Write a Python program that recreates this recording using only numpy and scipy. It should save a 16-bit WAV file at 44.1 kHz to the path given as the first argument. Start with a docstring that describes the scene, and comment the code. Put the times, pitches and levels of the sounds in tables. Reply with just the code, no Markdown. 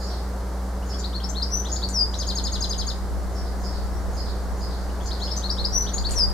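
"""House martins under the eaves

One bird twitters at a mud nest, singing a song of a few motifs twice, the first time ending in a trill.
Its notes are gliding whistles from the two sides of the syrinx. Others rasp farther off among the
houses, and near the end one flutters in and scrabbles onto the nest. Underneath lie a steady low
machine hum, the wash of distant traffic and a light draught on the microphones."""
import sys
import numpy as np
from scipy import signal
from scipy.fft import rfft, irfft, next_fast_len
from scipy.io import wavfile
from scipy.ndimage import uniform_filter1d, map_coordinates

SR = 44100
rng = np.random.default_rng(int(sys.argv[2]) if len(sys.argv) > 2 else 0)


def inscribe(sig):
    """Save sig as 16-bit PCM at rate SR to the path in sys.argv[1].

    A 1-D sig is mono; a 2-D sig holds one channel per row.
    Samples are clipped to [-1, 1] before scaling.
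    """
    pcm = np.round(np.clip(np.atleast_2d(sig).T, -1, 1) * 32767)
    wavfile.write(sys.argv[1], SR, pcm.astype(np.int16))


N = 279153

# the machine's tones above the mains note: pitch_hz, level_db
MACHINE_TONES = [(81.5, -50.5), (181, -56.5), (191.2, -41.5), (201.5, -52), (286.7, -55.5)]
# EQ of the traffic wash: frequency_hz, gain_db
WASH_EQ = [(140, -31), (230, -3.5), (400, -1.5), (750, -4.5), (1100, -8), (1600, -13), (2100, -21),
           (2600, -35), (3300, -30.5), (4500, -22), (5600, -24), (8000, -29.5), (12500, -37.5),
           (15600, -83)]
# fader ride on the wash: time_s, level_db
WASH_RIDE = [(0, -37.5), (1.2, -38.5), (2.8, -38), (4.2, -37), (6.33, -37)]
# EQ of the road rumble: frequency_hz, gain_db
RUMBLE_EQ = [(10, -17), (25, -9.5), (45, 2), (65, -12.5), (85, 2), (110, -11), (160, -10.5), (230, -13.5),
             (330, -35.5)]
# stereo image of the noise beds and scrapes: frequency_hz, left_right_correlation
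STEREO_LIKENESS = [(30, 0.96), (200, 0.87), (600, 0.9), (1500, 0.63), (3000, 0.69), (4500, 0.44),
                   (8000, 0.49), (12000, -0.11)]
# EQ of the air on the microphones: frequency_hz, gain_db
DRAUGHT_EQ = [(5, -25), (18, 8), (35, 4), (60, -4.5), (90, -18), (130, -15), (300, -53)]
# fader ride on the draught: time_s, level_db
DRAUGHT_RIDE = [(0, -56), (2.8, -37), (4.6, -34), (5.4, -39), (6.33, -27.5)]
# cues for the far birds: start_s, top_pitch_hz, premix_level_db
FAR_CALLS = [(0, 5000, -43), (.06, 5540, -46.5), (.892, 5450, -40.5), (1.68, 5410, -42),
             (2.141, 5900, -43.5), (2.585, 5900, -47), (3.35, 5600, -46), (3.632, 5400, -42),
             (4.164, 5210, -41), (4.604, 5090, -43.5), (4.79, 5000, -54), (5.05, 5100, -43.5),
             (5.229, 5296, -39.5), (5.815, 4820, -47.5)]
# a whistle's octave as the beak passes it: octave_hz, gain_db
BEAK_EQ = [(8000, -38), (10000, -37), (11500, -29.5), (12200, -21), (13500, -38)]
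# reverb time between the houses: frequency_hz, t60_s
YARD_DECAY = [(1000, 0.11), (4500, 0.53), (7000, 0.32), (12000, 0.037)]
# cues for the song at the nest, plus one faint lone whistle at 3.925 s: start_s, motif, pitch_ratio,
# premix_level_db
SONG_CUES = [(.818, "opening", 1.01, -36), (1.127, "ladder", 1.018, -31.5), (1.344, "pair", 1.01, -30),
             (1.502, "whistle", 1.005, -23.5), (1.645, "stutter", 1.006, -23.5),
             (1.818, "flourish", 1, -17.5), (3.925, "whistle", .96, -53), (4.889, "opening", 1.015, -35.5),
             (5.2, "ladder", 1.01, -30), (5.42, "pair", 1.003, -30), (5.569, "pair", 1, -29),
             (5.718, "whistle", .997, -20), (5.862, "stutter", 1, -22.3), (6.038, "flourish", 1, -17)]
# syllables by motif; two at once are the two sides of the syrinx:
# delay_s, shape, length_s, pitch_hz, accent_db
MOTIF_SYLLABLES = { "opening": [(0, "rise", 0.0213, 2940, -15), (.107, "rise", .03, 3388, -9.5),
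                   (.168, "tsip", .028, 7156, 0), (.169, "tsip", .035, 6090, -3.5),
                   (.217, "chip", .029, 4181, -1)], "ladder": [(0, "rise", .053, 4340, -0.5),
                   (.07, "chip", 0.02179, 3292, -15.5), (.102, "rise", .028, 5305, 1.5),
                   (.105, "chip", .03, 4120, -13), (.16, "tsip", .033, 7280, -5),
                   (.162, "tsip", 0.027, 6110, 0.5)], "pair": [(0, "rise", .056, 4323, -0.5),
                   (.072, "chip", .024, 4825, 3.5)], "whistle": [(0, "whistle", .11, 5940, 0)],
                   "stutter": [(0, "chip", .032, 3700, -17), (.025, "rise", 0.0212, 3470, -17.5),
                   (.072, "tsip", .034, 6810, 0), (.115, "chip", 0.01386, 4530, -7)],
                   "flourish": [(0, "rise", .044, 4603, -7.5), (.068, "flick", .019, 7850, -7),
                   (.075, "tsip", .027, 6980, -14.5), (.107, "slur", .116, 4834, 0)]}
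# pitch and level envelopes by shape: length_fraction, pitch_ratio, gain_db
SYLLABLE_SHAPES = { "rise": [(0, .69, -20), (.3, .88, -9.5), (.5, .97, -1.5), (.7, 1.02, -4.5),
                   (.85, 0.95, -5.5), (1, 0.96, -24)], "chip": [(0, .7, -16.5), (.28, .91, -1.5),
                   (.48, 1, 4.5), (.75, 1.09, -7), (1, 1.13, -2)], "tsip": [(0, .955, -15), (.25, .985, -7),
                   (.55, 1, -5.5), (1, 1.025, -24)], "whistle": [(0, .95, -24), (.25, .977, -6),
                   (.45, .995, -1), (.8, 1.008, -12), (1, 1, -6.5)], "flick": [(0, 0.403, -16),
                   (.25, 1, -8), (.5, 0.95, -25), (.75, 1.06, -14.5), (1, 1.07, -13)],
                   "slur": [(0, 1.31, -29), (.2, 1.2, -12.5), (.4, 1.09, -7), (.6, 1.02, -5),
                   (.8, .995, -4), (1, 1, -15)], "dip": [(0, 1.12, -20), (.25, 1.02, -5), (.55, .99, 0),
                   (.8, 1, -1), (1, 1.02, -14)], "hook": [(0, .9, -8), (.17, .96, -2), (.3, 1.02, 1.5),
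                   (.38, 1.06, -14), (.48, .87, -3), (.58, .81, -3), (.8, 0.67, -13), (1, 0.57, -24)]}
# noise beside the tone where the voice breaks: shape, sizzle_db
VOICE_SIZZLE = {"hook": -22.5, "flick": -10, "dip": -23}
# cues for wing strokes and claw scrapes: start_s, length_s, level_db
SCRAPE_CUES = [(5.934, .022, -41), (5.977, .018, -44), (6.085, .028, -38.5), (6.108, .026, -40),
               (6.127, .028, -38), (6.173, .032, -36), (6.293, .02, -46)]
# EQ of feathers and claws on dry mud: frequency_hz, gain_db
SCRAPE_EQ = [(300, -27), (1500, -7), (4500, 0), (7500, -9), (10000, 1.5), (12000, -14), (15500, -23)]

RASP_S, SECOND_RASP_DELAY_S, SECOND_RASP_RATIO, SECOND_RASP_DB = .039, .093, .9, -5.5
TRILL_START_S, FIRST_BEAT_S, SLOWING_PER_BEAT_S = 2.184, .0824, .00078
TRILL_DB, TRILL_TAPER_DB = -28, 1.5  # premix level in the middle; how much softer the ends are


def amp(db):
    """Decibels to gain."""
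    return 10 ** (np.asarray(db) / 20)


def unit(x):
    """Scaled to rms 1."""
    return x / np.sqrt(np.mean(x ** 2) + 1e-20)


def along(points, hz):
    """Reads frequency_hz, value rows on a log frequency axis."""
    freqs, values = np.transpose(points)
    return np.interp(np.log(hz + 1), np.log(freqs + 1), values)


def ride(rows):
    """A fader ride: time_s, level_db rows as one level per sample."""
    return np.interp(np.arange(N) / SR, *np.transpose(rows))


def wobble(rate_hz, size=N):
    """Smooth random modulation, rate_hz knots a second."""
    knots = rng.standard_normal(int(size * rate_hz / SR) + 4)
    return map_coordinates(knots, [np.arange(size) * rate_hz / SR])


def filtered(x, response):
    """Plays x through a frequency response."""
    size = next_fast_len(N + SR // 2)
    return irfft(rfft(x, size) * response(np.fft.rfftfreq(size, 1 / SR)), size)[..., :N]


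def add(track, start_s, sound):
    """Lays a sound into a track."""
    i = max(0, round(start_s * SR))
    track[i:i + len(sound)] += sound[:N - i]


def stereo_noise(eq):
    """Noise of rms 1 through an EQ, nearly mono in the bass and wide on top."""
    def mid_side_gains(hz):
        width = np.arccos(np.clip(along(STEREO_LIKENESS, hz), -1, 1)) / 2
        return amp(along(eq, hz)) * np.array([np.cos(width), np.sin(width)])
    mid, side = filtered(rng.standard_normal((2, N)), mid_side_gains)
    return unit(np.array([mid + side, mid - side]))


def machine_hum(mains_hz=59.6, mains_db=-28, octave_db=-23, drift_hz=.88):
    """A machine hums at mains pitch, with slightly unsteady tones above it."""
    phase = 2 * np.pi * np.cumsum(mains_hz + .24 * wobble(4.09)) / SR
    gain = amp(mains_db + .25 * wobble(1.499) + .3 * wobble(12))
    octave = amp(octave_db + 1.19 * wobble(6.095)) * np.sin(2 * phase)
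    mains = gain * (np.sin(phase) + octave)
    drone = np.zeros(N)
    for hz, db in MACHINE_TONES:
        swell = amp(db + 1.8 * wobble(12))
        drone += swell * np.sin(2 * np.pi * np.cumsum(hz + drift_hz * wobble(8)) / SR)
    return np.sqrt(2) * (mains + drone)


def traffic(swell_db=.13, rumble_db=-41):
    """Distant roads: an even wash on a bed of low rumble."""
    wash = amp(ride(WASH_RIDE) + swell_db * wobble(3.26)) * stereo_noise(WASH_EQ)
    return wash + amp(rumble_db) * stereo_noise(RUMBLE_EQ)


def draught(gust_db=3, common_db=-8):
    """Light air eddies at the microphone ports, pushing them mostly out of phase."""
    eddies = filtered(rng.standard_normal((2, N)), lambda hz: amp(along(DRAUGHT_EQ, hz)))
    opposed, common = unit(eddies)
    gusts = amp(ride(DRAUGHT_RIDE) + gust_db * wobble(4.17))
    return gusts * (np.array([opposed, -opposed]) + amp(common_db) * common)


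def whistle(pitch_hz, level_db, fade_s=.001):
    """One side of the syrinx: a sine with a weak octave and soft ends."""
    phase = 2 * np.pi * np.cumsum(pitch_hz) / SR
    t = np.arange(len(phase)) / SR
    fades = np.clip(np.minimum(t, t[-1] - t) / fade_s, 0, 1)
    octave = amp(along(BEAK_EQ, 2 * pitch_hz)) * np.sin(2 * phase)
    return np.sqrt(2) * fades * amp(level_db) * (np.sin(phase) + octave)


def rasp(hz, db, sweep, buzz_hz=62, fade_db=4, scatter=.0149):
    """A whistle turned buzzy by a fast, uneven run of little downward sweeps."""
    t = np.arange(int(RASP_S * SR)) / SR
    ramp = (buzz_hz * t + .152 * wobble(60.3, len(t))) % 1
    droop = (1 - sweep * ramp ** 2) * (1 + scatter * wobble(244, len(t)))
    swell_db = np.interp(t / RASP_S, [0, .2, 1], [-7, 5, -2])
    return whistle(hz * droop, db + swell_db - fade_db * ramp)


def far_birds(lead_s=.037, lead_hz=7000, lead_db=-10):
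    """Each call is a thin high note, a rasp, and a second rasp that is lower and softer."""
    calls = np.zeros(N)
    for start_s, hz, db in FAR_CALLS:
        add(calls, start_s - lead_s, rasp(lead_hz, db + lead_db, sweep=.17))
        add(calls, start_s, rasp(hz, db, sweep=.2))
        second = rasp(hz * SECOND_RASP_RATIO, db + SECOND_RASP_DB, sweep=.3)
        add(calls, start_s + SECOND_RASP_DELAY_S, second)
    return calls


def yard_reverb(sound, build_s=.01):
    """The diffuse echo between the houses; it rings longest in the birds' range, briefly on top."""
    hz, t, spectrum = signal.stft(rng.standard_normal((2, SR * 3 // 4)), SR, nperseg=256)
    decay = amp(-60 * t / along(YARD_DECAY, hz)[:, None])
    bloom = 1 - np.exp(-t / build_s)
    _, tail = signal.istft(spectrum * decay * bloom, SR, nperseg=256)
    return signal.fftconvolve(sound[None], tail / np.linalg.norm(tail[0]), axes=1)[:, :N]


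def nest_singer():
    """The bird at the nest, and one faint lone whistle: each syllable arrives direct (mono) and off the eaves
    (stereo)."""
    direct, reflected = np.zeros(N), np.zeros((2, N))
    for start_s, *note in song_notes() + trill_notes():
        sound = syllable(*note)
        add(direct, start_s, sound)
        for channel in reflected:
            add(channel, start_s, eaves_echo(sound))
    return direct, reflected


def song_notes():
    """Each motif unfolds into syllables: start_s, shape, length_s, pitch_hz, premix_level_db."""
    return [(start_s + delay_s, shape, length_s, hz * ratio, db + accent_db)
            for start_s, motif, ratio, db in SONG_CUES
            for delay_s, shape, length_s, hz, accent_db in MOTIF_SYLLABLES[motif]]


def syllable(shape, length_s, hz, db, waver=.015, flutter_db=3):
    """Pitch and effort glide through a shape; short notes are rough, and some break into sizzle."""
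    size = int(length_s * SR)
    progress = np.linspace(0, 1, size)
    fraction, ratio, gain_db = np.transpose(SYLLABLE_SHAPES[shape])
    roughness = min(1, .059 / length_s) ** 3
    glide = uniform_filter1d(np.interp(progress, fraction, ratio), size=100, mode="nearest")
    effort_db = db + np.interp(progress, fraction, gain_db) + roughness * flutter_db * wobble(414, size)
    tone = whistle(hz * glide * (1 + roughness * waver * wobble(710, size)), effort_db)
    band = signal.butter(2, [6500, 12000], "bandpass", fs=SR, output="sos")
    sizzle = unit(signal.sosfilt(band, rng.standard_normal(size)))
    return tone + amp(effort_db + VOICE_SIZZLE.get(shape, -34)) * sizzle


def eaves_echo(sound, predelay_s=.0044, wall_t60_s=.098, roof_t60_s=.33, roof_db=-10):
    """Wall and soffit scatter a short echo, the roofs a longer one, anew with each turn of the head."""
    t = np.arange(SR // 5) / SR
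    decay = (amp(-60 * t / wall_t60_s) + amp(roof_db - 60 * t / roof_t60_s)) * (t > predelay_s)
    echo = signal.fftconvolve(sound, rng.standard_normal(len(t)) * decay)
    return echo * np.linalg.norm(sound) / np.linalg.norm(echo)


def trill_notes(beats=9, scatter=.012, dip_hz=6600, dip_db=-2,
                hook_hz=5000, hook_delay_s=.013, hook_length_s=.044,
                upbeat_s=.049, upbeat_hz=3890, upbeat_db=-9):
    """A chip leads into a slowing run of beats; each is a high dip answered by a lower hook."""
    notes = [(TRILL_START_S - upbeat_s, "chip", .02, upbeat_hz, TRILL_DB + upbeat_db)]
    detunes = 1 + scatter * rng.standard_normal((beats, 2))
    for k, (dip_ratio, hook_ratio) in enumerate(detunes):
        start_s = TRILL_START_S + k * FIRST_BEAT_S + SLOWING_PER_BEAT_S * k * (k - 1) / 2
        db = TRILL_DB - TRILL_TAPER_DB * (2 * k / (beats - 1) - 1) ** 2
        notes.append((start_s, "dip", .015, dip_hz * dip_ratio, db + dip_db))
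        notes.append((start_s + hook_delay_s, "hook", hook_length_s, hook_hz * hook_ratio, db))
    return notes


def landing(grain_db=4, echo_db=-5):
    """Feathers and claws brush the dry mud in short grainy strokes."""
    strokes = np.zeros(N)
    for start_s, length_s, db in SCRAPE_CUES:
        add(strokes, start_s, amp(db) * np.hanning(int(length_s * SR)))
    grain = amp(grain_db * wobble(900))
    rustle = strokes * unit(grain * stereo_noise(SCRAPE_EQ))
    return rustle + amp(echo_db) * np.array([eaves_echo(side)[:N] for side in rustle])


def scene(near_left_db=3, left_lead_s=.00002, eaves_db=-2.5, yard_db=-14,
          far_right_db=.5, far_direct_db=-5, far_yard_db=-1):
    """The mix: the singer close and to the left, the far birds slightly right and mostly reverb."""
    song, reflected = nest_singer()
    far = far_birds()
    leftward = np.array([[1], [-1]])
    direct = filtered(song, lambda hz: np.exp(np.pi * 1j * hz * left_lead_s * leftward))
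    near = amp(near_left_db * leftward) * (direct + amp(eaves_db) * reflected)
    near += amp(yard_db) * yard_reverb(song)
    distant = amp(far_direct_db) * far + amp(far_yard_db) * yard_reverb(far)
    colony = amp(-far_right_db * leftward) * distant
    return near + colony + landing() + machine_hum() + traffic() + draught()


def record(dry, dull_hz=14500, top_hz=15800):
    """The microphone dulls the very top, and a hard band limit cuts everything above top_hz."""
    return filtered(dry, lambda hz: (hz < top_hz) / np.sqrt(1 + (hz / dull_hz) ** 20))


dry = scene()
out = record(dry)
inscribe(out)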